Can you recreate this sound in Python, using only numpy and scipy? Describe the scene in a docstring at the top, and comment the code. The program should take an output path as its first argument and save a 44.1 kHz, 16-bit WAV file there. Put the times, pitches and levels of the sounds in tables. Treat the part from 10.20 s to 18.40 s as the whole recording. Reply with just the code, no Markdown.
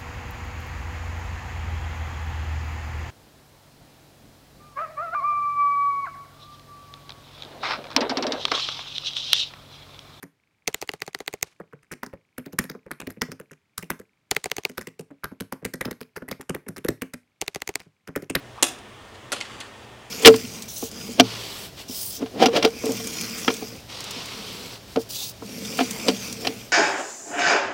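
"""Laptop keys typed close to the microphone in a small furnished room.
Ordinary keystrokes ring the modes of the hollow case and clack and rattle the caps with gritty noise.
Three times a crisp, dry key is tapped in a quick run, each tap built from a touch, press, lift and release.
Behind them lie a faint rapid ticking of narrow-band clicks that slowly runs down, and a quiet hum
of filtered noise."""
import sys
import numpy as np
from scipy import signal
from scipy.fft import rfft, irfft
from scipy.io import wavfile
from scipy.ndimage import uniform_filter1d

SR = 44100
rng = np.random.default_rng(int(sys.argv[2]) if len(sys.argv) > 2 else 0)


def unload_wav(signal):
    """Save mono or channel-first audio to the path in sys.argv[1] as 16-bit WAV at rate SR, clipped to [-1, 1]."""
    wavfile.write(
        sys.argv[1],
        SR,
        np.round(np.clip(np.atleast_2d(signal).T, -1, 1) * 32767).astype(np.int16),
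    )


N = 361619

# Ordinary keystrokes. Each row: time of impact in seconds, strength in dB,
# hardness (cap clack over case thump) in dB, pitch of the struck spot in Hz.
STROKES = [(0.0315, -35.5, -5, 318), (1.632, -69, 11, 325), (1.7188, -38.5, 2.5, 328), (1.725, -40, 1, 292),
           (1.834, -35.5, 6.5, 403), (1.8644, -40.5, -6, 230), (2.1824, -30, -7.5, 280),
           (2.2625, -34.5, -12.5, 297), (2.3319, -34, -17.5, 240), (2.3897, -23, 2.5, 237),
           (2.4414, -36.5, -6, 258), (2.5, -33.5, -3.5, 260), (2.715, -38.5, 8, 396),
           (2.8033, -46.5, 12, 320), (2.8727, -29.5, -9, 313), (2.905, -40.5, -3, 253),
           (3.019, -26.5, 3, 272), (3.1186, -36, -4, 240), (3.2008, -36.5, -8, 420),
           (3.3166, -43.5, -3, 407), (3.581, -40.5, 7.5, 120), (3.6288, -35.5, -4.5, 320),
           (3.7042, -29, 4, 317), (3.7989, -38.5, -10.5, 350), (4.4975, -37.5, -6.5, 297),
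           (4.5811, -30.5, 0.5, 335), (4.6132, -42, 2.5, 280), (4.6729, -36.5, -1.5, 344),
           (4.795, -33, -13, 244), (5.043, -34.5, 7, 371), (5.2077, -28.5, -7.5, 244),
           (5.3256, -31, -0.5, 364), (5.452, -28, -2, 253), (5.5393, -31, -4, 275), (5.6122, -30.5, 5, 506),
           (5.6552, -26, -7.5, 306), (5.7126, -29, -7.5, 286), (5.8139, -36, -4.5, 266),
           (5.9642, -49, 14, 408), (5.972, -34.5, -5, 424), (6.088, -40, 3.5, 344),
           (6.1147, -30.5, -2, 303), (6.213, -50.5, 9.5, 232), (6.2964, -24, -7.5, 370),
           (6.3491, -31, -0.5, 443), (6.4873, -29.5, -11, 215), (6.568, -42.5, 2, 285),
           (6.5818, -37.5, -6, 240), (6.6486, -23.5, -12, 363), (6.687, -19.5, -8, 296),
           (6.821, -27.5, -3.5, 290), (6.9384, -34.5, -3.5, 268), (7.603, -53.5, 10, 300),
           (7.8764, -44, 3, 403), (7.962, -24, -5.5, 394), (8.0244, -34.5, -14.5, 333),
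           (8.1008, -27, -5, 280), (8.1541, -22, 2, 282)]
# Soft fingertips landing with barely a click. Each row: time of impact in seconds, strength in dB,
# pitch of the struck spot in Hz.
THUDS = [(1.4015, -35.5, 398), (1.5331, -39.5, 400), (1.9362, -36.5, 447), (2.551, -37, 312),
         (2.6653, -39, 360), (2.8272, -40, 290), (2.972, -40.5, 230), (3.087, -37, 224),
         (4.9111, -38.5, 265), (5.119, -37, 336), (5.426, -38.5, 287), (5.68, -31, 433),
         (6.0236, -34.5, 400), (6.198, -39.5, 376), (6.467, -39, 330), (7.663, -49, 168.5),
         (7.888, -34, 406)]
# Modes of the case under ordinary keys. Each row: frequency in Hz, level in dB, 60 dB decay in seconds.
CASE_MODES = [(113.4, -7, 0.18), (154.8, -1, 0.15), (192.5, -1, 0.078), (262.2, -4.5, 0.14),
              (354, -1, 0.045), (432.3, 3, 0.04), (539, 0, 0.039)]
# Colour of the cap clack. Each row: frequency in Hz, level in dB.
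CAP_COLOUR = [(350, -13.5), (760, -9), (1500, -0.5), (1950, 0), (2800, -8), (4000, -15.5), (9000, -59.5)]
# Colour of the contact tick. Each row: frequency in Hz, level in dB.
TICK_COLOUR = [(1800, -47), (3600, -10), (5000, 2.5), (8000, 0.5), (12000, 2), (16000, -4)]
# Taps on the crisp key. Each row: time of bottoming out in seconds, travel before it in seconds,
# time held down in seconds, touch level in dB, press level in dB, release level in dB, brightness in dB.
TAPS = [(0.4809, 0.0039, 0.064, -25, -27.5, -28.5, 5), (0.6248, 0.0086, 0.067, -41.5, -31.5, -27.5, -3.5),
        (.7368, 0.02, .0832, -53, -36, -29, -0.5), (0.8783, 0.013, 0.07, -54.5, -36, -30, -0.5),
        (1.004, 0.015, 0.075, -54.5, -35, -28, 1), (1.1385, .0092, 0.09, -47, -32.5, -27.5, 8.5),
        (4.1167, .0039, 0.049, -27, -26.5, -22, -1.5), (4.2582, 0.016, .058, -33.5, -29, -26, 2.5),
        (4.383, 0.016, .0688, -37.5, -30.5, -23, -1.5), (7.2212, 0.0062, 0.059, -31, -30.5, -28.5, 1),
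        (7.359, 0.011, 0.061, -39, -31, -32, 2.5), (7.4911, 0.015, 0.065, -34.5, -30, -28, 5.5)]
# Case modes under the crisp key. Each row: frequency in Hz, level in dB, 60 dB decay in seconds.
SNAP_CASE_MODES = [(160, -17, .05), (280, -13, .025), (415, -2, .032), (500, -2, .012), (785, -3, .018)]
# Modes of the crisp key's cap. Each row: frequency in Hz, level in dB, 60 dB decay in seconds.
SNAP_CAP_MODES = [(980, -6, 0.0056), (2051, 0, 0.0091), (2636, -1, 0.006), (4510, -1.5, 0.0045)]
# Colour of the crisp key's tick. Each row: frequency in Hz, level in dB.
SNAP_TICK_COLOUR = [(1800, -34), (3600, -14), (6000, 2), (16000, -8)]
# Colour of the room hum. Each row: frequency in Hz, relative level in dB per Hz.
HUM_COLOUR = [(18, -44), (30, -18), (100, 4.5), (632, -10), (2290, -11), (16000, -31.5)]

# a stroke's contact tick: level against the thump, growth with hardness, fall at higher-pitched spots
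TICK_DB, TICK_PER_HARDNESS, TICK_DB_PER_OCTAVE, MID_SPOT_HZ = -4, 0.78, -6.5, 316
# a thud's dull clack against its thump, rising at higher-pitched spots; its trace of a tick against that clack
THUD_CLACK_DB, THUD_DB_PER_OCTAVE, THUD_TICK_DB = -9.5, 10, -22.5
# what each part of a tap excites: case thump dB, cap clack dB, contact tick dB, share of the tap's brightness
TOUCH, PRESS, RELEASE = (-10, 1, 4.5, -0.66), (1.5, -4.5, -8.5, 0.42), (-6, 1.74, -6.5, 1.47)
# the cap creaks faintly as the finger starts to lift: seconds before the release, and what it excites, as above
LIFT_S, LIFT = .016, (-35.5, -26.5, -25.5, -0.5)
TICKING_START_S, TICKING_PER_S, SLOWING_PER_S2 = .162, 27.05, .52
TICKING_DB, FADE_DB_PER_S = -66.5, 1.3
HUM_DB = -72.5
TOP_HZ = 16100
LEAD = 768  # samples ahead of the impact in each stroke
T = np.arange(8192) / SR  # time within one stroke, s


def keystrokes():
    """Each stroke thumps the case and clacks a cap, which rattles briefly on its hinge."""
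    out = np.zeros(N)
    for s, thump_db, clack_db, tick_db, hz in blows():
        # the struck spot favours the case modes near its own pitch
        favour_db = -9 * np.abs(np.log2(np.array(CASE_MODES)[:, 0] / hz))
        case = ring(CASE_MODES, detune=0.055, weight_db=favour_db, spread=0.49)
        thump = unit(through(push(.0001), case))
        thump += undb(-8) * unit(band(shiver(0.015), 180, 500))
        # the louder the clack, the more the whole base rocks
        base = ring([(70, 0, 0.071)], detune=0.072)
        thump += undb(.5 * clack_db - 2.5) * unit(through(push(.001), base))

        # a hard stroke is one crack; a light one is mostly rattle
        looseness = min(undb(-.5 * (tick_db + 47.5)), 1)
        cluster = rattle(early_s=.007, late_s=.02, count=6)
        crack = contact(0.00029, 0.00028, grit=0.33)
        scuff = contact(.0025, 0.0027, grit=0.4)
        force = crack + undb(1.0) * scuff + looseness * cluster

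        deck = shiver(0.016)
        # the less tick in a stroke, the duller its clack
        soft_db = np.clip(0.53 * (tick_db - clack_db - 0.5), -9, 0)  # per octave
        clack = colour(unit(force) + undb(-14.0) * deck, CAP_COLOUR, scatter_db=4, tilt_db=soft_db)
        tick = colour(force, TICK_COLOUR, scatter_db=4.5)
        add(out, s, undb(thump_db) * thump + undb(clack_db) * unit(clack) + undb(tick_db) * unit(tick))
    return out + undb(-19) * room(out, t60_s=0.18, gap_s=0.053, lo_hz=88.5, hi_hz=14000)


def blows():
    """Strokes and thuds as (s, thump dB, clack dB, tick dB, Hz); harder strokes are brighter."""
    for s, db, hardness_db, hz in STROKES:
        octaves = np.log2(hz / MID_SPOT_HZ)
        tick_db = TICK_DB + TICK_PER_HARDNESS * hardness_db + TICK_DB_PER_OCTAVE * octaves
        yield s, db, db + hardness_db, db + tick_db, hz
    for s, db, hz in THUDS:
        clack_db = db + THUD_CLACK_DB + THUD_DB_PER_OCTAVE * np.log2(hz / MID_SPOT_HZ)
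        yield s, db, clack_db, clack_db + THUD_TICK_DB, hz


def rattle(early_s, late_s, count):
    """Small knocks of a loose cap, scattered around the impact, each with its own pitch."""
    out = np.zeros(len(T))
    for when, pitch, size in rng.random((count, 3)):
        delay = -early_s + when * (early_s + late_s)
        knock = contact(.0002, .0004, grit=.5)
        cap = ring([(1500 * 2 ** (3.1 * pitch), 0, .004)], detune=0)
        ping = unit(through(knock, cap))
        # knocks weaken away from the impact
        out += np.roll(knock + ping, int(delay * SR)) * undb(-10 * size - 530 * abs(delay))
    return unit(out)


def snaps():
    """The crisp key's clicks: quickly damped case and cap modes, gritty contact and a spring ping."""
    out, sent = np.zeros(N), np.zeros(N)
    for s, thump_db, clack_db, tick_db in tap_clicks():
        thump = unit(through(push(.00009), ring(SNAP_CASE_MODES, detune=0.022)))
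        thump += undb(-7.0) * unit(band(shiver(0.0088), 80, 630, order=1))
        force = contact(.0003, .0005, grit=.4) + undb(-12) * contact(.003, .0015, grit=.5)

        # a clean impact rings the cap; grit crackles along with it
        cap = through(push(.00003), ring(SNAP_CAP_MODES, detune=.03))
        clack = unit(band(cap, 800, 6000)) + undb(-4.5) * unit(band(force, 1700, 4100))

        # brighter strokes ping the spring more, up to the level of the tick
        ping = unit(through(push(.00003), ring([(6600, 0, .005)], detune=.04)))
        tick = unit(colour(force, SNAP_TICK_COLOUR, scatter_db=3))
        tick = tick + undb(min(tick_db - clack_db, 0)) * ping
        add(out, s, undb(thump_db) * unit(thump) + undb(clack_db) * unit(clack) + undb(tick_db) * unit(tick))

        # the room hears the click from all sides, so a plain pulse feeds its smooth, broad tail
        add(sent, s, (undb(clack_db) + undb(tick_db)) * unit(push(.00003)))
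    tail = room(sent, t60_s=.32, gap_s=.02, lo_hz=70, hi_hz=9000)
    # the tail's level flutters a little
    flutter = np.exp(7 * uniform_filter1d(rng.standard_normal(N), size=300))
    return out + undb(-32.5) * flutter * tail


def tap_clicks():
    """A tap's thin touch, dull press, faint lift and sharp release, as (s, thump dB, clack dB, tick dB)."""
    for s, travel_s, held_s, touch_db, press_db, release_db, bright_db in TAPS:
        parts = [(s - travel_s, touch_db, TOUCH),
                 (s, press_db, PRESS),
                 (s + held_s - LIFT_S, release_db, LIFT),
                 (s + held_s, release_db, RELEASE)]
        for at, db, (thump_db, clack_db, tick_db, share) in parts:
            yield at, db + thump_db, db + clack_db, db + tick_db + share * bright_db


def contact(rise_s, fall_s, grit):
    """Gritty force of one blow: plastic scuffs up to the impact, then chatters out."""
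    t = T - LEAD / SR
    grains = rng.standard_normal(len(T)) * np.exp(grit * rng.standard_normal(len(T)))
    envelope = np.exp(np.where(t < 0, -(t / rise_s) ** 2, -t / fall_s))
    return unit(grains * envelope)


def push(width_s):
    """Smooth force of a blow: a bell-shaped pulse centred on the impact."""
    return np.exp(-((T - LEAD / SR) / width_s) ** 2)


def ring(modes, detune, weight_db=0, spread=0.21):
    """Damped modes of alternating sign; each blow shifts their pitch and strength."""
    hz, db, t60 = np.transpose(modes)
    shift, size = rng.standard_normal((len(hz), 2)).T
    sign = (-1) ** np.arange(len(hz))
    gain = sign * undb(db + weight_db) * (1 + spread * size)
    turns = np.outer(hz * np.exp(detune * shift), T)
    decay = np.exp(-np.log(1000) * T / t60[:, None])
    return gain @ (np.sin(2 * np.pi * turns) * decay)


def shiver(decay_s):
    """Many close, weak modes that ring together, as a short decaying noise after the impact."""
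    return unit(np.roll(rng.standard_normal(len(T)) * np.exp(-T / decay_s), LEAD))


def room(x, t60_s, gap_s, lo_hz, hi_hz):
    """Diffuse noise tail that builds up over the first reflections, then decays."""
    t = np.arange(SR) / SR
    decay, buildup = np.exp(-np.log(1000) * t / t60_s), 1 - np.exp(-t / gap_s)
    tail = rng.standard_normal(SR) * decay * buildup
    return band(through(x, tail / np.linalg.norm(tail)), lo_hz, hi_hz, order=1)


def ticking():
    """Small, evenly spaced ticks with one narrow resonance, wavering, slowing and fading."""
    t = np.arange(N) / SR
    rate = (TICKING_PER_S - SLOWING_PER_S2 * t) * (t > TICKING_START_S)
    cycles = np.cumsum(rate) / SR
    times = np.flatnonzero(np.diff(np.floor(cycles))) / SR  # one tick per whole cycle
    waver_db = 8 * uniform_filter1d(rng.standard_normal(N // 1000), size=4)
    out = np.zeros(N)
    for at, off_db in zip(times, waver_db):
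        tick = unit(band(push(.00008), 2100, 2520))
        add(out, at, tick * undb(TICKING_DB - FADE_DB_PER_S * at + off_db))
    return out


def hum():
    """Steady, dull room noise: white noise shaped by the hum's colour."""
    x = colour(rng.standard_normal(N), HUM_COLOUR)
    return x / np.std(x) * undb(HUM_DB)


def colour(x, points, scatter_db=0, tilt_db=0):
    """Shape by (Hz, dB) points, each moved by chance, with an extra slope in dB per octave."""
    hz, db = np.transpose(points)
    db = db + scatter_db * rng.standard_normal(len(hz)) + tilt_db * np.log2(hz / hz[0])
    bins = np.maximum(np.arange(len(x) // 2 + 1) * SR / len(x), 1)
    gain = undb(np.interp(np.log(bins), np.log(hz), db))
    return irfft(rfft(x) * gain, len(x))


def band(x, lo_hz, hi_hz, order=2):
    """Butterworth band-pass."""
    edges = [lo_hz, min(hi_hz, .47 * SR)]
    return signal.sosfilt(signal.butter(order, edges, "band", fs=SR, output="sos"), x)


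def through(x, response):
    """Pass a sound through an impulse response."""
    return signal.fftconvolve(x, response)[:len(x)]


def unit(x):
    """Scale to the energy of 10 ms at full level."""
    return x * np.sqrt(.01 * SR / np.sum(x ** 2))


def undb(db):
    """Decibels to gain."""
    return 10 ** (np.asarray(db) / 20)


def add(out, s, x):
    """Mix in a stroke whose impact, LEAD samples into it, falls at time s."""
    i = max(int(s * SR) - LEAD, 0)
    out[i:i + len(x)] += x[:max(N - i, 0)]


def scene():
    """Both kinds of key over the ticking and the quiet room, in one channel."""
    return (keystrokes() + snaps() + ticking() + hum())[None]


def record(dry):
    """The small microphone loses the deep bass; the top is cut steeply."""
    thin = signal.sosfilt(signal.butter(2, 42, "high", fs=SR, output="sos"), dry)
    return signal.sosfilt(signal.ellip(8, .2, 70, TOP_HZ, fs=SR, output="sos"), thin)


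dry = scene()
out = record(dry)
unload_wav(out)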